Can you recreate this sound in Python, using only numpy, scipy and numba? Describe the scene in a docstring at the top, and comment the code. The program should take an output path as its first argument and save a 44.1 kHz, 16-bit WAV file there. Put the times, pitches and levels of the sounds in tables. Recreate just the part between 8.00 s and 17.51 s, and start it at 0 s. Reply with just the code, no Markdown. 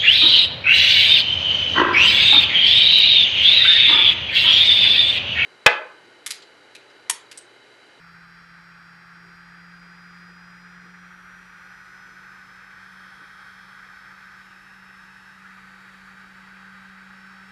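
"""A power inverter's small cooling fan, slowly speeding up; indoors, close by, on a hand-held phone.
The shaft hums, and blade and motor orders swell and fade as they glide through fixed resonances.
Air rushes through the grille, louder with speed, over a faint room rumble. Short, dull swells and
thin whistles come and go. The microphone moves between a few resting places, each with its own
reflection and air gap, and picks up a fine sizzle when it faces the vent."""
import sys
import numpy as np
from scipy import signal
from scipy.fft import rfft, irfft, next_fast_len
from scipy.io import wavfile
from scipy.ndimage import uniform_filter1d
from numba import njit

SR = 44100
rng = np.random.default_rng(int(sys.argv[2]) if len(sys.argv) > 2 else 0)


def generate_wav(signal):
    """Clip the signal to [-1, 1] and save it as 16-bit WAV at the path in sys.argv[1]."""
    frames = np.transpose(np.atleast_2d(signal))
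    scaled = np.clip(frames, -1, 1) * 32767
    pcm = np.round(scaled).astype(np.int16)
    wavfile.write(sys.argv[1], SR, pcm)


N = 419391
TIME = np.arange(N) / SR


def undb(db):
    """Decibels to gain."""
    return 10 ** (np.asarray(db) / 20)


def unit(x):
    """Scale to rms 1."""
    return x / np.sqrt(np.mean(x ** 2))


def noise(colour):
    """Noise of rms 1, shaped by (frequency [Hz], level [dB]) points and rolled off below the first."""
    size = next_fast_len(N)
    hz, db = np.transpose(colour)
    bins = np.maximum(np.arange(size // 2 + 1) * SR / size, 1)
    gain = undb(np.interp(np.log(bins), np.log(hz), db)) * np.minimum(bins / hz[0], 1) ** 2
    return unit(irfft(rfft(rng.standard_normal(size)) * gain, size)[:N])


def drift(rate_hz):
    """A smooth random curve of rms 1 that changes about rate_hz times a second."""
    step = int(SR / rate_hz)
    knots = rng.standard_normal(N // step + 2)
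    joined = np.interp(np.arange(N) / step, np.arange(len(knots)), knots)
    return unit(uniform_filter1d(joined, step))


def tone(angle, flutter_db, flutter_hz):
    """A sine of rms near 1 whose level flutters."""
    return np.sqrt(2) * np.sin(angle + rng.uniform(0, 2 * np.pi)) * undb(flutter_db * drift(flutter_hz))


def hand_move(middle_s, move_s=0.21):
    """Goes from 0 to 1 as the hand carries the microphone to its next place."""
    return np.clip((TIME - middle_s) / move_s + .5, 0, 1)


# the fan speeding up (time [s], shaft speed [Hz])
SHAFT_SPEED = [(0.0, 170.3), (0.13, 169.8), (0.45, 170.6), (1.11, 171.1), (1.24, 172.3), (2.7, 177.3),
               (3.55, 181.3), (4.07, 184.8), (4.63, 187.3), (6.08, 188.3), (6.38, 189.0), (7.91, 189.8),
               (9.5, 191.2)]

def shaft(wander=0.000291):
    """The shaft's speed [Hz] and its angle [rad], which wanders a little."""
    speed = np.interp(TIME, *np.transpose(SHAFT_SPEED))
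    angle = 2 * np.pi * np.cumsum(speed * (1 + wander * drift(9))) / SR
    return speed, angle


# peaks and notches of casing and room (frequency [Hz], half width [Hz], gain [dB])
RESONANCES = [(169.5, 4.2, -4), (183.24, 3.3, -10.5), (188.2, 2.05, -6), (358.4, 9, 7.5), (685, 14, 10),
              (1480, 49, 10), (3810, 180, 15.5), (4317, 190, -13), (4550, 40, 3.5), (4900, 84, 5),
              (5040, 42, -11), (5610, 76, -3.5), (6150, 164, -14)]
# standing-wave nulls the microphone sits in (entry [s], exit [s], order [x shaft speed], gain [dB])
MIC_NULLS = [(4.447, 4.7, 1, -5), (5.8, 7.3, 1, -3), (6.5, 7.5, 8, -4), (6.5, 7.45, 24, -19),
             (7.403, 8.15, 28, -11), (8.15, 9.15, 28, -7.5)]

def path_gain_db(order, speed):
    """From fan to microphone, an order glides through resonances and dips in standing-wave nulls."""
    speeds = np.linspace(speed.min(), speed.max(), 400)
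    peaks = sum(db * np.exp(-((order * speeds - hz) / width) ** 2) for hz, width, db in RESONANCES)
    dips = sum(db * (hand_move(entry_s) - hand_move(exit_s))
               for entry_s, exit_s, nulled, db in MIC_NULLS if nulled == order)
    return np.interp(speed, speeds, peaks) + dips


# strong blade and motor orders, before the path to the microphone (order [x shaft speed], level [dB])
BLADE_WHINES = [(8, -63), (20, -85.5), (24, -71), (28, -67.3), (32, -69.5)]
# weak shaft orders, before the same path (order [x shaft speed], level [dB])
SHAFT_OVERTONES = [(2, -82), (3, -85.5), (4, -85.5), (5, -78), (10, -66.5), (16, -83), (25, -81.5),
                   (26, -80.5), (29, -86.5), (30, -86), (31, -88), (33, -85.5), (36, -84)]

def rotor(angle, speed, hum_db=-51.5, stray_db=-76):
    """Unbalance hums once a turn; blades and motor poles whine at multiples of it."""
    # stray room paths make the hum waver most where it is weak
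    hum_gain = undb(hum_db + path_gain_db(1, speed)) + undb(stray_db) * drift(9)
    out = hum_gain * tone(angle, flutter_db=-0.3, flutter_hz=6.4)
    for order, db in BLADE_WHINES:
        out += undb(db + path_gain_db(order, speed)) * tone(order * angle, flutter_db=0.87, flutter_hz=22)
    for order, db in SHAFT_OVERTONES:
        out += undb(db + path_gain_db(order, speed)) * tone(order * angle, flutter_db=2.0, flutter_hz=4)
    return out


# air rush, close to the housing (frequency [Hz], relative level [dB])
RUSH_COLOUR = [(250, -33.5), (520, -21), (645, -25), (850, -12), (1020, -15), (1230, -3), (1380, -3.5),
               (1570, 0.5), (1760, -5), (1900, -4.5), (2150, -10.5), (2450, -10.5), (2950, -24),
               (3250, -20.5), (3650, -30.5), (4200, -28), (6200, -36.5), (9000, -53)]
# hiss, close to the grille (frequency [Hz], relative level [dB])
HISS_COLOUR = [(2000, -15), (4000, 11), (5700, 2.5), (6400, 1), (7000, 3), (8600, 0.5), (10500, -3.5),
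               (12400, -10), (13400, -5), (15200, -11)]

def airflow(angle, speed, rush_gain_db, hiss_gain_db, reference_hz=188):
    """Turbulence rings the housing and hisses in the grille; both grow with speed."""
    octaves = np.log2(speed / reference_hz)
    rush_db = -46.5 + 16 * octaves + rush_gain_db
    hiss_db = -68.5 + 17 * octaves + hiss_gain_db
    rush = noise(RUSH_COLOUR) * undb(rush_db + 0.5 * drift(70))
    hiss = noise(HISS_COLOUR) * undb(hiss_db + 0.44 * drift(30))
    chopping = 1 + 0.14 * np.cos(4 * angle)  # four times a turn
    return rush + hiss * chopping


# where the microphone rests, all close to the fan (mid-move time [s], rush gain [dB], hiss gain [dB],
# reflection lag [ms], reflection share [0-1], air gap pitch [Hz], gap strength [0-1], facing vent [0-1])
MIC_PLACES = [(0, 0.05, 1, 0.25, 0.023, 3070, .06, 0), (4.8, 1, -1.7, 0.72, 0.046, 3190, .25, 1),
              (5.8, .4, 0.5, .6, 0.019, 3140, .12, 0.3), (6.42, -1.24, 0.7, 1.12, .18, 2545, 0.096, 0.3),
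              (7.45, 0.1, 2.3, 0.27, 0.14, 2720, 0.024, .45), (8.2, -0.1, 0.5, .27, .12, 2660, .05, 0.5)]

def microphone_path():
    """The microphone holds each place, then slides to the next: one curve for each setting."""
    places = np.array(MIC_PLACES)
    path = places[0, 1:, None] + np.zeros(N)
    for before, after in zip(places, places[1:]):
        path += (after - before)[1:, None] * hand_move(after[0])
    return path


def reflection(x, lag_ms, share):
    """A near surface adds a late copy, so the colour shifts as the microphone moves."""
    late = np.arange(N) - lag_ms * SR / 1000
    return x + share * np.interp(late, np.arange(N), x)


@njit
def air_gap(x, hz, strength, damping=0.15):
    """Close to the casing the air gap rings: an added resonant high-pass gives a peak above a dip."""
    high = np.empty(len(x))
    band_state, low_state = 0., 0.
    for i in range(len(x)):
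        tuning = np.tan(np.pi * hz[i] / SR)
        band = (band_state + tuning * (x[i] - low_state)) / (1 + tuning * (tuning + damping))
        low = low_state + tuning * band
        high[i] = x[i] - damping * band - low
        band_state, low_state = 2 * band - band_state, 2 * low - low_state
    return x + strength * high


# rumble of the room around the microphone (frequency [Hz], relative level [dB])
ROOM_COLOUR = [(20, -27), (32, 0), (55, -1.5), (75, 0), (110, 2.5), (138, 2), (165, 3), (230, -4),
               (360, -4), (600, -14.5), (1200, -49)]
# hums in the room (frequency [Hz], level [dB])
ROOM_HUMS = [(45.6, -73.5), (60, -76), (120, -85), (135, -72)]

def room_tone(rumble_db=-65.0):
    """Behind the fan, the room rumbles faintly with a few wavering hums."""
    hums = 0
    for hz, db in ROOM_HUMS:
        angle = 2 * np.pi * hz * TIME + 0.41 * drift(3)
        hums += undb(db) * tone(angle, flutter_db=1.4, flutter_hz=7)
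    return undb(rumble_db) * noise(ROOM_COLOUR) + hums


# dull swells at the microphone: two from the fan's second harmonic near 350 Hz, then soft hand bumps
# (time [s], pitch [Hz], level [dB], half length [s])
LOW_SWELLS = [(1.254, 350, -64, 0.052), (1.85, 352, -67, 0.035), (2.3, 450, -64, 0.02),
              (2.863, 330, -63, .03), (4.097, 310, -64, .04), (5.224, 344, -61, 0.023)]

def low_swells(skirt_db=-17):
    """Each is a short, dull swell of noise round one pitch."""
    out = 0
    for peak_s, hz, db, half_length in LOW_SWELLS:
        body = noise([(hz / 2, skirt_db), (hz, 0), (hz * 2, skirt_db), (hz * 10, -70)])
        swell = np.exp(-.5 * ((TIME - peak_s) / half_length) ** 2)
        out += undb(db) * body * swell
    return out


# thin whistles, microphone off the vent's axis
# (start [s], fade start [s], resonance [Hz], width [Hz], level on resonance [dB])
TOP_WHISTLES = [(2.85, 8.1, 11230, 450, -82), (3.4, 6.4, 14700, 150, -89)]

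def whistles(angle, speed, attack_s=0.4, release_s=0.7):
    """High orders sing one after another as they glide through a narrow resonance."""
    out = 0
    for start_s, fade_s, hz, width, db in TOP_WHISTLES:
        rise = np.clip((TIME - start_s) / attack_s, 0, 1)
        fall = np.exp(-np.maximum(TIME - fade_s, 0) / release_s)
        lowest = int((hz - width / 2) / speed.max())
        highest = int((hz + width / 2) / np.interp(start_s, TIME, speed))
        for order in range(lowest, highest + 1):
            resonance = 1 / (1 + (2 * (order * speed - hz) / width) ** 2)
            partial = tone(order * angle, flutter_db=0.5, flutter_hz=14)
            out += undb(db) * rise * fall * resonance * partial
    return out


# fine sizzle, microphone straight in front of the vent (frequency [Hz], relative level [dB])
SIZZLE_COLOUR = [(6000, -21), (9000, 3), (10900, 0), (12500, -5), (13800, -20)]

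def vent_sizzle(facing, on_axis_db=-74.5):
    """Jets from the grille holes beam their treble forward, heard as the microphone faces them."""
    return undb(on_axis_db) * facing * noise(SIZZLE_COLOUR)


def scene():
    """Fan, room and hand at one close microphone."""
    speed, angle = shaft()
    rush_gain_db, hiss_gain_db, lag_ms, share, gap_hz, gap_strength, facing = microphone_path()
    air = airflow(angle, speed, rush_gain_db, hiss_gain_db)
    air = reflection(air, lag_ms, share)
    air = air_gap(air, gap_hz, gap_strength)
    sizzle = vent_sizzle(facing)
    whistling = whistles(angle, speed) * undb(-3 * facing)  # weaker in front of the vent
    return (rotor(angle, speed) + air + room_tone() + low_swells() + whistling + sizzle)[None]


def record(dry):
    """The phone cuts the top steeply above 15250 Hz."""
    return signal.sosfilt(signal.ellip(12, .1, 80, 15250, fs=SR, output="sos"), dry)


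dry = scene()
out = record(dry)
generate_wav(out)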